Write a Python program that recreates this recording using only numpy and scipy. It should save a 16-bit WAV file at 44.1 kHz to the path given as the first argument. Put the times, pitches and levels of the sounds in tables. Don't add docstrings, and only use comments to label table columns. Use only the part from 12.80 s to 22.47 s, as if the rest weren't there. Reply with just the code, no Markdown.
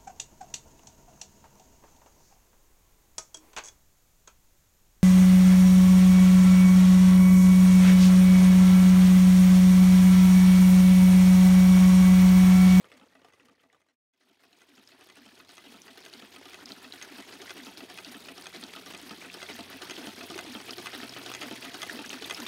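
import sys
import numpy as np
from scipy import signal
from scipy.fft import rfft, irfft, next_fast_len
from scipy.io import wavfile
from scipy.ndimage import uniform_filter1d

SR = 44100
rng = np.random.default_rng(int(sys.argv[2]) if len(sys.argv) > 2 else 0)


def pcm_store(signal):
    levels = np.round(np.clip(np.atleast_2d(signal), -1, 1) * 32767)
    wavfile.write(sys.argv[1], SR, levels.astype(np.int16).T)


N = 426447
TIME_S = np.arange(N) / SR
SCENE_CHANGE_S = 1.24
TURN_S, QUICKEN_S = .48185, .000128
TAP_S, THUD_S, KNOCK_S, CLANK_S = .064, .161, .300, .393
MIX_DB = -46.5
BASE_ENGINE_DB, BASE_PUMP_DB, BASE_WATER_DB = -10, -12, -13.5

# time_s, gain_db
NEARNESS = [(2, 0.5), (4.8, 2.5), (5.5, 1), (6.25, 0.6), (7.1, 4.5), (8.7, 5.5), (9.67, 7.5)]
# freq_hz, level_db
RUMBLE_SPECTRUM = [(20, -22), (38, -37), (52, -9), (66, -7), (90, -10), (108, 0), (126, -10), (150, -11),
                   (182, 0.5), (260, -14.5), (600, -9.5), (4000, -31.5)]
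# pitch_hz, level_db, swell_db, swell_peak_s
HUM_TONES = [(89.5, -71.5, 3.5, 7), (125.3, -73.5, 13, 8.42), (178.8, -72, 9, 6.07)]
# pitch_hz, width_hz, level_db
RUBBED_MODES = [(1992, 27, -10.5), (2610, 100, -2.5), (3280, 120, 0.5)]
# freq_hz, level_db
SPRAY_SPECTRUM = [(100, -25), (200, -1), (370, 6.5), (540, -2.5), (700, 0), (1050, -3), (1600, -8),
                  (2800, -5), (4500, -4.5), (5600, -9.5), (7000, -11), (10000, -15.5), (15500, -20.5)]
# after_clack_s, gain_db, half_width_s
FLOW_SWINGS = [(0.04, -1, 0.014), (0.137, 1.5, .022), (0.243, -2.5, .018), (.275, 1.5, .012),
               (.36, -2, .025), (.44, 1, .025)]
# freq_hz, level_db
FRAME_SPECTRUM = [(40, -32), (150, -8), (270, -4), (400, 1), (540, -7.5), (690, 0.5), (1000, -10),
                  (1450, 0.5), (2200, -10), (3000, -1.5), (4500, -6), (6000, -15), (9000, -21),
                  (15000, -40.5)]
# freq_hz, t60_s
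FRAME_DECAY = [(300, 0.16), (700, 0.14), (2000, 0.044), (5000, 0.013), (12000, 0.011)]
# pitch_hz, level_db, t60_s
CLACK_MODES = [(684, -13, 0.065), (1247, -12, 0.099), (1557, -12, 0.078), (2038, -2.5, 0.07),
               (2550, -5, 0.022), (3294, -6.5, 0.014), (6380, -10.5, 0.054), (8300, -16.5, 0.023),
               (9250, -14, 0.021)]
TAP_MODES = [(645, -24, 0.06), (1520, -24, 0.011), (2020, -10, 0.019)]
THUD_MODES = [(684, -4, 0.11), (891, -6, 0.15), (1331, -3.5, 0.065), (2630, -1, 0.027), (3158, -1.5, 0.026)]
KNOCK_MODES = [(684, -5.5, 0.33), (1260, -9, 0.078), (1476, -21, 0.083), (1950, -8, 0.074),
               (2553, -5.5, 0.037)]
CLANK_MODES = [(438, -9.5, 0.083), (721, -5.5, 0.075), (1197, -7, 0.082), (2980, -7.5, 0.026),
               (5350, -12, 0.018)]
EXTRA_STRIKE_MODES = [(1222, -11, 0.048), (3030, -4.5, 0.013)]
# time_s, gain_db
ACCENTS = [(.053, -11), (3.905, 1), (4.386, -1), (5.348, -1), (6.309, 2), (6.79, 0.5), (7.75, 1),
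           (8.23, 0.5), (9.029, -0.5)]
# start_s, level_db
EXTRA_STRIKES = [(.0435, 2.5), (.1175, -0.5), (.176, -9), (.198, -2), (.352, -3), (.417, -1), (.484, -0.5),
                 (.5985, -4), (.66, -6), (.685, 1), (.838, -2), (.946, 3), (5.4845, -1.5), (5.9625, 2),
                 (5.977, -7), (6.3085, -1), (6.627, -5), (7.0185, -1), (7.098, -4), (7.271, -3.5),
                 (7.4995, -3), (7.802, -3), (7.893, 1.5), (8.061, -2), (8.364, -1), (8.516, -0.5),
                 (8.711, -1), (9.601, -6), (9.665, 1)]
# start_s, level_db, pitch_hz, rise_ms
PLINKS = [(.117, -35, 2600, 0.35), (.138, -50, 4300, 1), (.598, -45.5, 2520, 0.52), (.793, -57, 3070, 3.8),
          (.9, -55, 2000, .9), (2.075, -40.5, 4980, .5), (2.554, -40, 4240, 0.26), (2.71, -39, 4000, .6),
          (3.0185, -35, 5740, 0.3), (3.337, -33, 4300, 0.64), (3.818, -45, 1780, 3),
          (3.857, -33, 4860, 0.87), (3.891, -39, 5130, 0.27), (3.9198, -28.5, 4350, 0.5),
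          (4.123, -32, 3790, 0.9), (4.35, -43, 4460, 0.28), (4.669, -34, 4660, .3), (4.677, -41, 1850, 2.8),
          (4.80, -39, 1835, 1.8), (4.84, -43, 4650, .25), (4.9736, -30.5, 4000, 0.32),
          (5.247, -29, 4390, 0.63), (5.321, -39, 13600, 0.3), (5.343, -35, 1700, 1.5),
          (5.7619, -31.5, 4100, 0.54), (5.812, -38, 8770, 0.34), (5.838, -26, 4230, 0.49),
          (5.935, -37.5, 3340, 1.8), (6.415, -40, 2290, 2.5), (6.499, -34.5, 2620, 1.4),
          (6.663, -38.5, 3460, 1.9), (6.686, -37.5, 2230, 4.1), (6.707, -34.5, 1970, 2.2),
          (6.807, -33, 4030, 0.69), (6.901, -37, 11740, 0.28), (7.1655, -32, 3080, 1.6),
          (7.4296, -36, 4700, 0.66), (7.907, -26.5, 4860, 0.95), (7.9325, -29.5, 3080, 1.1),
          (8.293, -34, 5200, 1.4), (8.336, -32, 3300, 1.3), (8.67, -41, 8770, .4),
          (8.826, -35.5, 2800, 1.6), (9.096, -26, 1746, 1.1), (9.245, -34.5, 1630, 2.1),
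          (9.2607, -30, 5500, .7), (9.294, -29.5, 6070, 0.5), (9.303, -30, 2900, 0.87),
          (9.442, -31.5, 3530, 2.8), (9.546, -27, 5100, 1.04), (9.602, -25, 5800, 0.32),
          (9.627, -37, 1014, 2)]
# after_thud_s, length_s, pitch_hz, level_db
THROBS = [(-.082, 0.032, 286, -0.5), (-.055, 0.042, 243, -0.5), (-.03, 0.021, 282, -8.5),
          (.002, 0.037, 214, -2.5), (.001, 0.019, 275, 1), (0.016, 0.021, 280, -0.5),
          (0.066, 0.027, 250, -8), (0.121, 0.033, 265, -9), (0.153, .042, 265, -2), (.229, 0.04, 281, -6),
          (0.225, 0.05, 355, -10.5), (0.314, 0.038, 370, -8)]
# start_s, length_s, pitch_hz, level_db
GURGLES = [(7.508, 0.05, 330, 2.5), (7.557, 0.018, 360, 6.5), (7.973, 0.045, 358, 1.5)]
# freq_hz, level_db
HISS_SPECTRUM = [(11000, -34), (13100, -15), (13700, 2), (14150, -4), (15500, -24)]
PUFF_SPECTRUM = [(500, -15), (1500, 0), (4000, 1), (8000, -2.5), (15000, -13)]
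# freq_hz, gain_db
BASE_EQ = [(100, 3), (180, 0), (270, 2.5), (380, -2), (510, 9.5), (700, 1), (1080, 3), (1500, -1.5),
           (2000, 3), (3000, -3), (4700, -4.5), (7000, -0.5), (12000, -2.5)]
# pitch_hz, width_hz, level_db
PLATE_MODES = [(856, 18, -4), (1184, 16, 5.5), (1880, 19.7, -5)]


def amp(db):
    return 10 ** (np.asarray(db) / 20)


def unit_rms(x):
    return x / np.sqrt(np.mean(x ** 2) + 1e-20)


def at_hz(table, hz):
    freq_hz, value = np.transpose(table)
    return np.interp(np.log(hz + 1), np.log(freq_hz), value)


def add(mix, start_s, sound):
    start = round(start_s * SR)
    part = mix[max(start, 0):max(start + len(sound), 0)]
    part += sound[max(-start, 0):][:len(part)]


def equalise(x, spectrum):
    return irfft(rfft(x) * amp(at_hz(spectrum, np.fft.rfftfreq(len(x), 1 / SR))), len(x))


def noise(spectrum):
    return unit_rms(equalise(rng.standard_normal(N), spectrum))


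def wander(shape, span):
    return unit_rms(uniform_filter1d(rng.standard_normal(shape), size=span))


def fade(silent_from_s=1.16, silent_to_s=1.33, full_s=6.22):
    falling = np.clip(1 - TIME_S / silent_from_s, 0, 1) ** 0.78
    rising = np.clip((TIME_S - silent_to_s) / (full_s - silent_to_s), 0, 1) ** 0.73
    return falling + rising


def listener_gain(base_db, nearness_share=1):
    near_db = nearness_share * np.interp(TIME_S, *np.transpose(NEARNESS))
    return fade() * amp(MIX_DB + np.where(TIME_S < SCENE_CHANGE_S, base_db, near_db))


def clack_times(first_base_s=.053, first_bucket_s=1.336):
    turn = np.arange(19)
    elapsed_s = turn * TURN_S - QUICKEN_S * turn ** 2 / 2
    base_s, bucket_s = first_base_s + elapsed_s, first_bucket_s + elapsed_s
    return np.r_[base_s[base_s < SCENE_CHANGE_S], bucket_s[bucket_s < N / SR]]


def background(rumble_db=-22, waver_hz=2.44, wander_db=2.5, swell_half_width_s=0.75):
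    out = amp(rumble_db) * listener_gain(BASE_ENGINE_DB) * noise(RUMBLE_SPECTRUM)
    hum_gain = fade() * amp(BASE_ENGINE_DB * (TIME_S < SCENE_CHANGE_S))
    for hz, db, swell_db, peak_s in HUM_TONES:
        swell = np.exp(-((TIME_S - peak_s) / swell_half_width_s) ** 2)
        pitch_drift, level_drift = wander((2, N), 8000)
        tone = np.sin(2 * np.pi * np.cumsum(hz + waver_hz * pitch_drift) / SR)
        out += hum_gain * amp(db + swell_db * swell + wander_db * level_drift) * tone
    return out


def resonate(x, hz, width_hz):
    return signal.lfilter(*signal.iirpeak(hz, hz / width_hz, SR), x)


def rubbing(level_db=-21, spread_db=3):
    friction = rng.standard_normal(N) * amp(spread_db * wander(N, 2500))
    rings = (amp(db) * unit_rms(resonate(friction, hz, width_hz)) for hz, width_hz, db in RUBBED_MODES)
    return amp(level_db) * sum(rings)


def spray(patch_db=2.5, flicker_db=3.0):
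    bins = signal.stft(rng.standard_normal(N), nperseg=256, noverlap=192)[2]
    patches = uniform_filter1d(rng.standard_normal(bins.shape), size=8, axis=0)
    patches = unit_rms(uniform_filter1d(patches, size=8, axis=1))
    bins *= amp(patch_db * patches + flicker_db * wander(bins.shape[1], 6))
    clumped = signal.istft(bins, nperseg=256, noverlap=192)[1][:N]
    return unit_rms(equalise(clumped, SPRAY_SPECTRUM))


def splat(hz, rise_s, rough=0.39, log_width=0.22, glide=0.047, tail_db=-18, tail_s=0.0066, size=2048):
    t, freq_hz = np.arange(size) / SR, np.fft.rfftfreq(size, 1 / SR)
    rolloff = 1 + (np.log((freq_hz + 1) / hz) / log_width) ** 2
    cluster = unit_rms(irfft(rfft(rng.standard_normal(size)) / rolloff))
    envelope = t / rise_s * np.exp(1 - t / rise_s)
    pitch_hz = hz * (1 + glide * np.tanh((t / rise_s - 1) / 2))
    bubble = np.sin(2 * np.pi * np.cumsum(pitch_hz) / SR)
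    tail = amp(tail_db) * (1 - np.exp(-t / rise_s)) * np.exp(-t / tail_s)
    return envelope * ((1 - rough) * bubble + rough * cluster) + tail * cluster


def bubbles(flow, per_s=950, spread_db=4.5, low_hz=1350, high_hz=5500, tilt_db_oct=2, bands=64):
    out = np.zeros(N)
    for hz in np.geomspace(low_hz, high_hz, bands):
        births = np.flatnonzero(rng.random(N, dtype=np.float32) < flow * per_s / bands / SR)
        sizes_db = spread_db * np.minimum(rng.exponential(1, 1024), 3.5)
        rise_cycles = 2.5 * rng.uniform(0.98, 1.57)
        ring = amp(tilt_db_oct * np.log2(hz / high_hz)) * splat(hz, rise_cycles / hz)
        for birth, db in zip(births, sizes_db):
            add(out, birth / SR, amp(db) * ring)
    return unit_rms(out)


def scatter(flow, per_s, low_hz, high_hz, spread_db, max_spreads):
    births = np.flatnonzero(rng.random(N) < flow ** 2 * per_s / SR)
    for birth, (pitch, size) in zip(births, rng.random((len(births), 2))):
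        level_db = spread_db * min(-np.log(1 - size), max_spreads)
        yield birth / SR, low_hz * (high_hz / low_hz) ** pitch, level_db


def chirps(flow, rise_cycles=5):
    out = np.zeros(N)
    for s, hz, db in scatter(flow, per_s=75, low_hz=1600, high_hz=4200, spread_db=3.5, max_spreads=2):
        add(out, s, amp(db) * splat(hz, rise_cycles / hz, rough=.12, glide=.08))
    return unit_rms(out)


def droplets(flow):
    out = np.zeros(N)
    for s, hz, db in scatter(flow, per_s=70, low_hz=5000, high_hz=13300, spread_db=3.2, max_spreads=2.6):
        add(out, s, amp(db) * splat(hz, rise_s=0.00033, rough=0.66, log_width=0.25))
    return unit_rms(out)


def stream(spray_db=-4.5, bubbles_db=-8.0, chirps_db=-16.0, droplets_db=-17, stroke_spread_db=0.18):
    clacks_s = clack_times()
    since_s = TIME_S - clacks_s[np.maximum(np.searchsorted(clacks_s, TIME_S) - 1, 0)]
    shortfall_db = np.interp(TIME_S, clacks_s, stroke_spread_db * rng.standard_normal(len(clacks_s)))
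    swing_db = sum(db * np.exp(-((since_s - s) / width_s) ** 2) for s, db, width_s in FLOW_SWINGS)
    flow = amp(swing_db - shortfall_db)
    return flow * (amp(spray_db) * spray() + amp(bubbles_db) * bubbles(flow)
                   + amp(chirps_db) * chirps(flow) + amp(droplets_db) * droplets(flow))


def frame_ring(tilt_db_oct, crack_db, crack_s=0.00097, size=8192):
    hz, t, bins = signal.stft(rng.standard_normal(size), SR, nperseg=256)
    bins *= amp(-60 * t / at_hz(FRAME_DECAY, hz)[:, None])
    ring = signal.istft(bins, SR, nperseg=256)[1][:size]
    ring *= 1 + amp(crack_db) * np.exp(-np.arange(size) / SR / crack_s)
    tilted = [(f, db + tilt_db_oct * np.log2(f / 1500)) for f, db in FRAME_SPECTRUM]
    ring = equalise(ring, tilted) * np.linspace(1, 0, size)
    return ring / np.linalg.norm(ring)


def joint_ring(modes, spread_db=1.5, detune_hz=14, size=8192):
    t, ring = np.arange(size) / SR, np.zeros(size)
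    for (hz, db, t60_s), (sharp, loud) in zip(modes, rng.standard_normal((len(modes), 2))):
        mode = amp(-60 * t / t60_s) * np.sin(2 * np.pi * (hz + detune_hz * sharp) * t)
        ring += amp(db + spread_db * loud) * mode / np.linalg.norm(mode)
    return ring


def joint(blows, modes, level_db, tilt_db_oct, crack_db, chatter_s, chatter_db, cushion_s=0.00014):
    out, t = np.zeros(N), np.arange(1500) / SR
    common_ring = frame_ring(tilt_db_oct, crack_db)
    for start_s, db in blows:
        chatter = rng.standard_normal(len(t)) ** 3 * np.exp(-t / chatter_s)
        contact = amp(chatter_db) * chatter / np.linalg.norm(chatter)
        contact[0] += 1
        ring = common_ring + frame_ring(tilt_db_oct, crack_db) + joint_ring(modes)
        blow = signal.fftconvolve(contact, ring)
        blow *= 1 - np.exp(-np.arange(len(blow)) / SR / cushion_s)
        add(out, start_s, amp(db + level_db) * blow / np.linalg.norm(blow))
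    return out


def each_turn(after_s, jitter_s, spread_db, base_db=0):
    due_s = clack_times() + after_s
    late, loud = rng.standard_normal((len(due_s), 2)).T
    accent_db = sum(db * (abs(due_s - s) < .02) for s, db in ACCENTS)
    return np.c_[due_s + jitter_s * late, spread_db * loud + accent_db + base_db * (due_s < SCENE_CHANGE_S)]


def linkage(lead_s=0.011, lead_db=-4.0, rebound_s=.019, rebound_db=-7, highpass_hz=130):
    clacks = each_turn(0, jitter_s=.0003, spread_db=1.74, base_db=-4.5)
    taps = each_turn(TAP_S, jitter_s=.004, spread_db=3.5)
    thuds = each_turn(THUD_S, jitter_s=.00052, spread_db=0, base_db=-1.5)
    knocks = each_turn(KNOCK_S, jitter_s=.0004, spread_db=1.9)
    clanks = each_turn(CLANK_S, jitter_s=.0004, spread_db=0.5, base_db=3.5)
    clacks = np.r_[clacks, clacks + (-lead_s, lead_db)]
    thuds = np.r_[thuds, thuds + (rebound_s, rebound_db)]
    out = joint(clacks, CLACK_MODES, level_db=31.5, tilt_db_oct=2.5, crack_db=0,
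                chatter_s=.0032, chatter_db=-3)
    out += joint(taps, TAP_MODES, level_db=28, tilt_db_oct=2, crack_db=-4,
                 chatter_s=.025, chatter_db=12)
    out += joint(thuds, THUD_MODES, level_db=28, tilt_db_oct=-1.5, crack_db=3.5,
                 chatter_s=.006, chatter_db=-8)
    out += joint(knocks, KNOCK_MODES, level_db=28.5, tilt_db_oct=0.8, crack_db=-13,
                 chatter_s=.0091, chatter_db=-2)
    out += joint(clanks, CLANK_MODES, level_db=29, tilt_db_oct=3.6, crack_db=2,
                 chatter_s=.0086, chatter_db=-2.5)
    out += joint(EXTRA_STRIKES, EXTRA_STRIKE_MODES, level_db=27, tilt_db_oct=-1.5, crack_db=12,
                 chatter_s=.0022, chatter_db=-0.5)
    return signal.sosfilt(signal.butter(3, highpass_hz, "high", fs=SR, output="sos"), out)


def plinks(level_db=-1):
    out = np.zeros(N)
    for start_s, db, hz, rise_ms in PLINKS:
        add(out, start_s, amp(db + level_db) * splat(hz, rise_ms * 1e-3))
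    return out


def throb(length_s, hz, db, sag=0.045):
    progress = np.linspace(0, 1, max(round(length_s * SR), 8))
    cycles = hz * length_s * (progress + sag * (progress - progress ** 2))
    return amp(db) * np.sin(np.pi * progress ** 0.61) * np.sin(2 * np.pi * cycles)


def pump(spread_db=1.5, detune=0.019, jitter_s=0.00095):
    out = np.zeros(N)
    for thud_s in clack_times() + THUD_S:
        for after_s, length_s, hz, db in THROBS:
            late, sharp, loud = rng.standard_normal(3)
            pulse = throb(length_s, hz * (1 + detune * sharp), db + spread_db * loud)
            add(out, thud_s + after_s + jitter_s * late, pulse)
    for start_s, length_s, hz, db in GURGLES:
        add(out, start_s, throb(length_s, hz, db))
    return out


def piston(hiss_db=-18, puff_db=-1, lead_s=0.05, length_s=0.022, spread_db=2.7):
    gate, window = np.zeros(N), np.hanning(round(length_s * SR))
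    for thud_s in clack_times() + THUD_S:
        stroke_db = spread_db * rng.standard_normal() * (thud_s > SCENE_CHANGE_S)
        add(gate, thud_s - lead_s, amp(stroke_db) * window)
    hiss = amp(hiss_db) * noise(HISS_SPECTRUM)
    puff = amp(puff_db) * noise(PUFF_SPECTRUM)
    return gate * np.where(TIME_S < SCENE_CHANGE_S, puff, hiss)


def beside_base(sound):
    padded = np.r_[sound, np.zeros(next_fast_len(N + SR) - N)]
    boomy = equalise(padded, BASE_EQ)[:N]
    return boomy + sum(amp(db) * resonate(boomy, hz, width_hz) for hz, width_hz, db in PLATE_MODES)


def scene():
    engine = listener_gain(BASE_ENGINE_DB) * (linkage() + piston() + rubbing())
    throbs = listener_gain(BASE_PUMP_DB) * pump()
    water = listener_gain(BASE_WATER_DB, nearness_share=0.62) * stream() + plinks()
    mix = engine + throbs + water + background()
    return np.where(TIME_S < SCENE_CHANGE_S, beside_base(mix), mix)[None]


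def record(dry):
    notch_hz, notch_q, cutoff_hz = 7460, 20, 15800
    notched = signal.lfilter(*signal.iirnotch(notch_hz, notch_q, SR), dry)
    lowpass = signal.firwin(511, cutoff_hz, window=("kaiser", 9), fs=SR)
    return signal.oaconvolve(notched, lowpass[None], "same")


dry = scene()
out = record(dry)
pcm_store(out)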